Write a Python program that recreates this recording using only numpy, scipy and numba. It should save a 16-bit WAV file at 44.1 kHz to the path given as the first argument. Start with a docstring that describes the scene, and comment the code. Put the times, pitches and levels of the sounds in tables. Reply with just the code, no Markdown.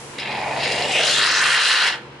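"""One long squeeze of foam sealant through a straw into a gap in the wooden lining of a van.
Random pops and a noise jet make the bursting gas bubbles: they gurgle in the hollow gap, and as it fills
and the straw is drawn out they rasp and fizz in the open. The panel behind the tip returns a delayed copy.
Decaying noise makes the brief ring of the cabin; outdoor noise, a thin hush and a low hum lie beneath."""
import sys
import numpy as np
from scipy import signal
from scipy.fft import rfft, irfft
from scipy.io import wavfile
from scipy.ndimage import uniform_filter1d, map_coordinates
from numba import njit

SR = 44100
rng = np.random.default_rng(int(sys.argv[2]) if len(sys.argv) > 2 else 0)


def waveform_to_disk(signal):
    """Save audio, clipped to [-1, 1], as 16-bit WAV at the path in sys.argv[1]."""
    frames = np.transpose(np.atleast_2d(signal))
    scaled = np.clip(frames, -1, 1) * 32767
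    samples = np.round(scaled).astype(np.int16)
    wavfile.write(sys.argv[1], SR, samples)


N = 97020


def undb(db):
    """Decibels to gain."""
    return 10 ** (np.asarray(db) / 20)


def curve(rows):
    """Rows (s, value) joined by straight lines, one value per sample."""
    times, values = np.array(rows, float).T
    return np.interp(np.arange(N) / SR, times, values)


def unit(x):
    """Scale to rms 1."""
    return x / np.sqrt(np.mean(x ** 2))


def even(x, size=3000):
    """Hold the slow level at rms 1 and keep the fast grain."""
    return x / np.sqrt(uniform_filter1d(x ** 2, size) + 1e-18)


def walk(rate):
    """Smooth random wander with rms 1, steered by `rate` random knots per second."""
    knots = rng.standard_normal(2048)
    return unit(map_coordinates(knots, [np.arange(N) / SR * rate], order=2, mode="wrap"))


def colour(x, points, size=4096):
    """Causal minimum-phase filter through (Hz, dB) points."""
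    hz, db = np.array(points, float).T
    grid = np.maximum(np.fft.rfftfreq(size, 1 / SR), 1)
    gain = undb(np.interp(np.log(grid), np.log(hz), db))
    # folding the cepstrum forward in time makes the filter minimum-phase
    cepstrum = irfft(np.log(gain))
    cepstrum[1:size // 2] *= 2
    cepstrum[size // 2 + 1:] = 0
    impulse = irfft(np.exp(rfft(cepstrum)))
    return signal.fftconvolve(x, impulse)[:N]


@njit
def resonate(x, hz, width):
    """State-variable band-pass with a moving centre and width, both in Hz."""
    y, band, low = np.empty(len(x)), 0., 0.
    for i in range(len(x)):
        g, damping = np.tan(np.pi * hz[i] / SR), width[i] / hz[i]
        v = (band + g * (x[i] - low)) / (1 + g * (g + damping))
        band, low, y[i] = 2 * v - band, low + 2 * g * v, damping * v
    return y


def steady(value):
    """A setting held for the whole scene."""
    return np.full(N, float(value))


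def pops(rate, spread_db):
    """Bubbles bursting at random moments, with random signs and sizes."""
    hit = rng.random(N) < rate / SR
    sign = np.sign(rng.standard_normal(N))
    size_db = spread_db * np.clip(rng.standard_normal(N), -2, 2)
    return unit(hit * sign * undb(size_db))


def pan(x, db):
    """Place a sound between left and right by their level difference (L-R, dB)."""
    return x * undb(np.array([[db], [-db]]) / 2)


# How far the tip is out of the gap. Each row: time in seconds, share from 0 to 1.
OUT_OF_GAP = [(.18, 0.14), (.3, 0.2), (.5, 0.38), (.65, 0.32), (.85, 0.32), (.99, 0.23), (1.08, 1),
              (1.3, 1), (1.9, 0.8)]
# First frequency cancelled by the echo off the panel; it rises as the tip nears the surface.
# Each row: time in seconds, frequency in Hz.
ECHO_NOTCH_HZ = [(.2, 1240), (.55, 1160), (.8, 1160), (.9, 1290), (1.0, 1450), (1.08, 1710), (1.15, 1740),
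                 (1.2, 1870), (1.25, 2310), (1.3, 3030), (1.4, 3180), (1.44, 6000), (1.63, 6400),
                 (1.75, 7450), (1.87, 7900)]
# The foam on the panel dulls the echo. Each row: frequency in Hz, gain in dB.
ECHO_COLOUR = [(1200, -2.5), (3500, -3.5), (6000, -4), (10000, -4.5)]
ECHO_GAIN, ECHO_LOSS_NEAR = .5, 0.15  # the loss is the share taken off the echo when fully out
BURSTS_PER_S, BURST_SPREAD_DB, JET_DB = 2800, 5, -5  # the jet is set against the bursts
SPUTTER_DB, SPUTTER_PER_S = 1.5, 203.5
CHOKE_DB, CHOKE_PER_S = 2, 150  # foam chokes and frees the buried tip


def tip(sputter_db):
    """Sputtering bursts and gas jet, more uneven while buried, with their echo off the panel."""
    out = curve(OUT_OF_GAP)
    choke_db = CHOKE_DB * (1 - out) * np.tanh(walk(CHOKE_PER_S))
    flow_db = sputter_db * walk(SPUTTER_PER_S) + choke_db
    gas = pops(BURSTS_PER_S, BURST_SPREAD_DB) + undb(JET_DB) * rng.standard_normal(N)
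    x = gas * undb(flow_db)
    # an echo half a cycle late cancels the notch frequency
    lag = SR / (2 * curve(ECHO_NOTCH_HZ))
    echo = map_coordinates(colour(x, ECHO_COLOUR), [np.arange(N) - lag], order=3, mode="mirror")
    return x + ECHO_GAIN * (1 - ECHO_LOSS_NEAR * out) * echo


# Resonances of the straw and nozzle. Each row: frequency in Hz, width in Hz, gain in dB.
STRAW = [(1443, 91, -1.5), (4060, 200, 0), (4970, 230, -7.5)]
# Resonance at the straw's mouth. Each row: time in seconds, frequency in Hz.
MOUTH_HZ = [(.2, 2820), (.45, 2320), (.8, 2900), (1.15, 2890), (1.28, 2570), (1.38, 2520), (1.5, 2850),
            (1.85, 2900)]
MOUTH_WIDTH_HZ, MOUTH_DB = 173, 0.5


def straw(x):
    """The straw rings at its own resonances; the one at its mouth shifts as the foam swells there."""
    rung = x + undb(MOUTH_DB) * resonate(x, curve(MOUTH_HZ), steady(MOUTH_WIDTH_HZ))
    for hz, width, db in STRAW:
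        rung = rung + undb(db) * resonate(x, steady(hz), steady(width))
    return rung


# Hiss of the gas. Each row: time in seconds, level in dB.
HISS = [(0, -74), (.179, -41.5), (.184, -29.5), (.31, -28.5), (.4, -29), (.54, -30), (.6, -27), (.65, -22),
        (.7, -23.5), (.79, -26), (.91, -25.5), (.96, -20.5), (1.05, -21), (1.16, -21), (1.25, -20.5),
        (1.39, -21), (1.44, -23), (1.56, -20), (1.7, -17.5), (1.87, -19.5), (1.93, -27.5), (1.97, -45.5),
        (2.04, -56.5)]
# Tone of the hiss inside the gap and in the open. Each row: frequency in Hz, relative level in dB per Hz.
BURIED_COLOUR = [(60, -72), (200, -7), (900, -3), (1400, -8.5), (1800, 4.5), (2250, 4.5), (2550, 1.5),
                 (2850, -4.5), (3400, 0.5), (3900, 0.5), (4400, -14.5), (4900, -17), (5700, -44.5),
                 (9000, -37.5)]
OPEN_COLOUR = [(60, -30), (300, -27), (1400, -18), (2000, -5), (2330, -4), (2650, 3), (3100, 0), (3550, -1),
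               (4000, 1.5), (4450, 2), (4950, -3), (5300, -2), (6000, -11), (7000, -15.5), (10000, -63)]
# Muffling by the foam that piles over the tip. Each row: time in seconds, share from 0 to 1.
MUFFLE = [(.2, 0), (.33, 0.13), (.44, 0.73), (.55, 0.64), (.63, 0)]
# Tone of the muffled share. Each row: frequency in Hz, gain in dB.
MUFFLED_COLOUR = [(1500, 3), (2300, -1.5), (3000, -3), (4000, -19), (8000, -2)]


def hiss():
    """Gas from the tip rings the straw, dulls under piled foam and changes tone as it leaves the gap."""
    x, out, muffle = tip(SPUTTER_DB), curve(OUT_OF_GAP), curve(MUFFLE)
    rung = straw((1 - muffle) * x + muffle * colour(x, MUFFLED_COLOUR))
    buried_hiss = (1 - out) * unit(colour(rung, BURIED_COLOUR))
    open_hiss = out * unit(colour(rung, OPEN_COLOUR))
    return even(buried_hiss + open_hiss) * undb(curve(HISS))


# Hiss ringing in the narrowing gap. Each row: time in seconds, frequency in Hz, level in dB.
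SQUEEZE = [(.7, 2780, -93), (.78, 2840, -29), (.9, 2750, -30.5), (.95, 2570, -21.5), (1.0, 2500, -22),
           (1.04, 2920, -26.5), (1.09, 3200, -39), (1.12, 3480, -25), (1.17, 3400, -21.5),
           (1.249, 3740, -30), (1.30, 5700, -49), (1.35, 6130, -31), (1.405, 5960, -32), (1.425, 6550, -35),
           (1.5, 6500, -120)]
SQUEEZE_WIDTH_HZ = 600  # of each of two band-passes in a row


def squeeze(x):
    """The last of the gap narrows: after a first dip its resonance climbs, then dies away."""
    rows = np.array(SQUEEZE, float)
    hz, width = curve(rows[:, [0, 1]]), steady(SQUEEZE_WIDTH_HZ)
    ring = resonate(resonate(x, hz, width), hz, width)
    return even(ring) * undb(curve(rows[:, [0, 2]]))


# Larger gas pockets that spit from the straw.
# Each row: start in seconds, level in dB, decay time constant in seconds.
SPITS = [(0.185, -32, .008), (0.198, -31.5, 0.014), (0.309, -34.5, 0.014), (0.413, -36, 0.005),
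         (0.631, -24, 0.024), (0.719, -22, 0.0088), (0.821, -20, 0.0059), (0.928, -31, 0.007),
         (1.068, -19.5, 0.05), (1.433, -20, .008)]
# Tone of the spits. Each row: frequency in Hz, relative level in dB.
SPIT_COLOUR = [(200, -31), (1200, -33), (2200, 3.5), (4200, 1), (4800, 5), (5400, 3), (6000, -11),
               (11000, -13.5)]


def spits():
    """A gas pocket leaves as a short puff of noise with a sudden start."""
    t = np.arange(N) / SR
    puffs = np.zeros(N)
    for at, db, decay in SPITS:
        puffs += undb(db) * (t >= at) * np.exp(-np.abs(t - at) / decay)
    return puffs * unit(colour(straw(rng.standard_normal(N)), SPIT_COLOUR))


# Rasp of the foam in the open. Each row: time in seconds, level in dB.
RASP = [(0, -54), (.9, -62), (1.0, -23), (1.15, -23), (1.22, -17), (1.34, -19), (1.44, -15.5), (1.59, -16),
        (1.64, -20), (1.73, -16.5), (1.8, -18), (1.866, -16), (1.94, -27.5), (1.985, -37.5), (2.05, -57)]
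# Tone of the rasp. Each row: frequency in Hz, relative level in dB per Hz.
RASP_COLOUR = [(40, -88), (150, -27.5), (300, -27.5), (520, -15), (820, -17.5), (990, -8), (1250, -6),
               (1480, 2), (1750, 2.5), (1960, 1.5), (2280, -5.5), (3200, -6), (8000, -94)]
RASP_SPUTTER_DB = -0.33


def rasp():
    """Bursts at the tip, filtered to the middle range and less sputtering than the hiss."""
    return even(colour(tip(RASP_SPUTTER_DB), RASP_COLOUR)) * undb(curve(RASP))


# Fine fizz. Each row: time in seconds, level in dB.
FIZZ = [(.17, -62), (.185, -47), (.26, -54), (0.5, -49.5), (0.71, -36.5), (0.86, -37.5), (0.93, -31),
        (1.03, -32), (1.07, -26), (1.2, -27.5), (1.3, -30), (1.54, -26), (1.58, -31.5), (1.68, -25),
        (1.82, -32), (1.87, -27.5), (1.935, -44), (1.99, -60), (2.1, -67)]
# Tone of the fizz. Each row: frequency in Hz, relative level in dB per Hz.
FIZZ_COLOUR = [(100, -52), (1500, -12), (3600, -9), (4700, 6.5), (5600, 7.5), (7000, 7.5), (8200, 6.5),
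               (9500, 4), (11000, -2.5)]


def fizz():
    """Bursts at the tip, filtered to the treble."""
    return even(colour(tip(SPUTTER_DB), FIZZ_COLOUR)) * undb(curve(FIZZ))


HISS_PAN_DB, RASP_PAN_DB, FIZZ_PAN_DB = 3.1, 2.7, 5.5  # L-R


def spray():
    """Hiss, narrowing gap and spits share one place; rasp and fizz have their own."""
    gas = hiss() + squeeze(straw(tip(SPUTTER_DB))) + spits()
    return pan(gas, HISS_PAN_DB) + pan(rasp(), RASP_PAN_DB) + pan(fizz(), FIZZ_PAN_DB)


# Gurgle in the gap. Each row: time in seconds, level in dB.
GURGLE = [(0, -48), (.18, -56), (.26, -37), (.33, -31), (.45, -28), (.56, -26), (.62, -29.5), (.72, -28.5),
          (.8, -25), (.92, -29.5), (1.0, -24.5), (1.09, -27.5), (1.16, -41), (1.3, -37), (1.74, -56),
          (1.85, -33.5), (1.95, -38.5), (2.02, -55), (2.1, -75)]
# Resonance of the gap. Each row: time in seconds, frequency in Hz.
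GAP_HZ = [(.25, 790), (.55, 790), (.72, 595), (.8, 650), (.9, 710), (1.0, 613), (1.1, 635), (1.5, 680),
          (1.85, 870)]
# Width of that resonance. Each row: time in seconds, width in Hz of each of two band-passes in a row.
GAP_WIDTH_HZ = [(.3, 525), (.55, 466), (.8, 530), (.92, 516), (1.0, 280), (1.1, 290), (1.3, 610)]
# Tone of the gurgle. Each row: frequency in Hz, gain in dB.
GAP_COLOUR = [(60, -13), (400, 1.5), (700, 0.5), (1000, 2), (1250, -2), (3000, -32.5)]
GURGLE_PER_S, GURGLE_SPREAD_DB = 900, -0.5
THUD_DB, GURGLE_PAN_DB = -11.5, 0  # thud against the ring; L-R


def gurgle():
    """Larger bubbles ring the hollow gap until the foam closes it, and again as the flow slackens."""
    x, hz, width = pops(GURGLE_PER_S, GURGLE_SPREAD_DB), curve(GAP_HZ), curve(GAP_WIDTH_HZ)
    ring = colour(resonate(resonate(x, hz, width), hz, width), GAP_COLOUR)
    thud = colour(x, [(30, -25), (100, -19), (220, -12.5), (450, -13.5), (900, 3), (3000, -22.0)])
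    both = even(ring) + undb(THUD_DB) * even(thud)
    return pan(both * undb(curve(GURGLE)), GURGLE_PAN_DB)


# Reflections common to both sides, and those opposed between them. Each row: frequency in Hz, gain in dB.
CABIN_MID = [(100, -35.5), (1000, -11), (4000, -7.5), (10000, -22)]
CABIN_SIDE = [(100, -27), (500, -14), (1500, -11), (2600, -13), (4000, -6.5), (6000, -6.5), (10000, -7)]
CABIN_T60_S, CABIN_DELAY_S = 0.16, 0.0014


def cabin(x, size=16384):
    """Short, dense reflections from the van's walls, as decaying noise."""
    t = np.arange(size) / SR
    decay = np.exp(-np.log(1000) * t / CABIN_T60_S) * (t > CABIN_DELAY_S)
    tails = rng.standard_normal((2, size)) * decay
    source = x.mean(axis=0)
    mid, side = (signal.fftconvolve(source, h / np.linalg.norm(h))[:N] for h in tails)
    return x + colour(mid, CABIN_MID) + colour(side, CABIN_SIDE) * np.array([[1], [-1]])


# Distant machine. 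Each row: frequency in Hz, base level in dB.
HUM = [(70, -63), (120, -57), (140, -49.5), (210, -55.5), (350, -55.5), (479, -53)]
# Level of the whole hum as heard: pressed down late under the loud spray, then back.
# Each row: time in seconds, level change in dB.
HUM_LEVEL = [(0, 2), (.15, 0.5), (.55, 5.5), (1.15, 4), (1.4, -1), (1.8, -10), (1.9, 0), (2.05, 1.5),
             (2.2, 0.5)]
HUM_WAVER_DB, HUM_WAVER_PER_S = 2.5, 6.78
HUM_DRIFT_RAD, HUM_DRIFT_PER_S = .2, 7.4


def hum():
    """The sine lines of a distant machine, each wavering in level and phase."""
    t = np.arange(N) / SR
    lines = np.zeros(N)
    for hz, db in HUM:
        level = np.sqrt(2) * undb(db + HUM_WAVER_DB * walk(HUM_WAVER_PER_S))
        drift = HUM_DRIFT_RAD * walk(HUM_DRIFT_PER_S)
        lines += level * np.sin(2 * np.pi * hz * t + drift)
    return lines * undb(curve(HUM_LEVEL))


# Tone of the outdoor noise. 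Each row: frequency in Hz, relative level in dB per Hz.
FLOOR = [(25, -15), (45, -14), (68, 0), (90, 0), (200, 3), (350, 8), (500, 6.5), (700, 0), (950, 5),
         (1300, 0.5), (2000, -2.5), (3000, -6.5), (4500, -20), (7000, -30), (11000, -39)]
# Its part opposed between the sides. Each row: frequency in Hz, gain in dB against the common part.
FLOOR_SIDE = [(60, -11.5), (300, -13), (800, -6), (2000, -1.5), (8000, 9)]
# Level of the outdoor noise as heard: ducked late under the loud spray, then back.
# Each row: time in seconds, level change in dB.
BACKGROUND = [(0, 0), (.55, 6), (1.1, 7), (1.3, 3), (1.8, -4), (1.92, 1.5), (2.1, -1.5)]
# Thin hush that dips as the spray starts, returns, then fades. Each row: time in seconds, level in dB.
HUSH = [(0, -41.5), (.15, -43), (.26, -54), (.5, -46), (1.9, -71)]
# Tone of the hush. Each row: frequency in Hz, relative level in dB per Hz.
HUSH_COLOUR = [(1000, -1), (3500, -1.5), (6000, 1), (11000, -3), (13000, -21)]
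FLOOR_DB = -41.5  # before the level changes


def background():
    """Dull outdoor noise, with a thin hush above it, independent on each side."""
    mid, side = (unit(colour(rng.standard_normal(N), FLOOR)) * undb(FLOOR_DB) for _ in range(2))
    outdoors = mid + colour(side, FLOOR_SIDE) * np.array([[1], [-1]])
    hush = np.array([unit(colour(rng.standard_normal(N), HUSH_COLOUR)) for _ in range(2)])
    return outdoors * undb(curve(BACKGROUND)) + hush * undb(curve(HUSH))


# Tone of the left microphone for the spray and gurgle. Each row: frequency in Hz, gain in dB.
LEFT_TILT = [(100, -1.5), (1100, 0.9), (2000, -4.5), (3200, -1), (4500, 0), (6500, 1), (9000, -2.5)]


def scene():
    """Spray and gurgle in the cabin, over the background and the hum."""
    left, right = cabin(spray() + gurgle())
    return np.array([colour(left, LEFT_TILT), right]) + background() + hum()


GAIN_KNEE_DB, GAIN_TIME_S = -19.5, 0.1
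GAIN_SLOPE = 0.35  # dB taken off per dB above the knee
CEILING, TOP_HZ = .8, 11150  # the ceiling rounds peaks ahead of the top cut


def record(dry):
    """Gain control eases down while the sound is loud; peaks are rounded and the top is cut."""
    keep = np.exp(-1 / (GAIN_TIME_S * SR))
    power = np.mean(dry ** 2, axis=0)
    heard = np.sqrt(signal.lfilter([1 - keep], [1, -keep], power))
    gain = np.maximum(heard / undb(GAIN_KNEE_DB), 1) ** -GAIN_SLOPE
    rounded = CEILING * np.tanh(dry * gain / CEILING)
    top_cut = signal.ellip(12, .2, 80, TOP_HZ, fs=SR, output="sos")
    return signal.sosfilt(top_cut, rounded)


dry = scene()
out = record(dry)
waveform_to_disk(out)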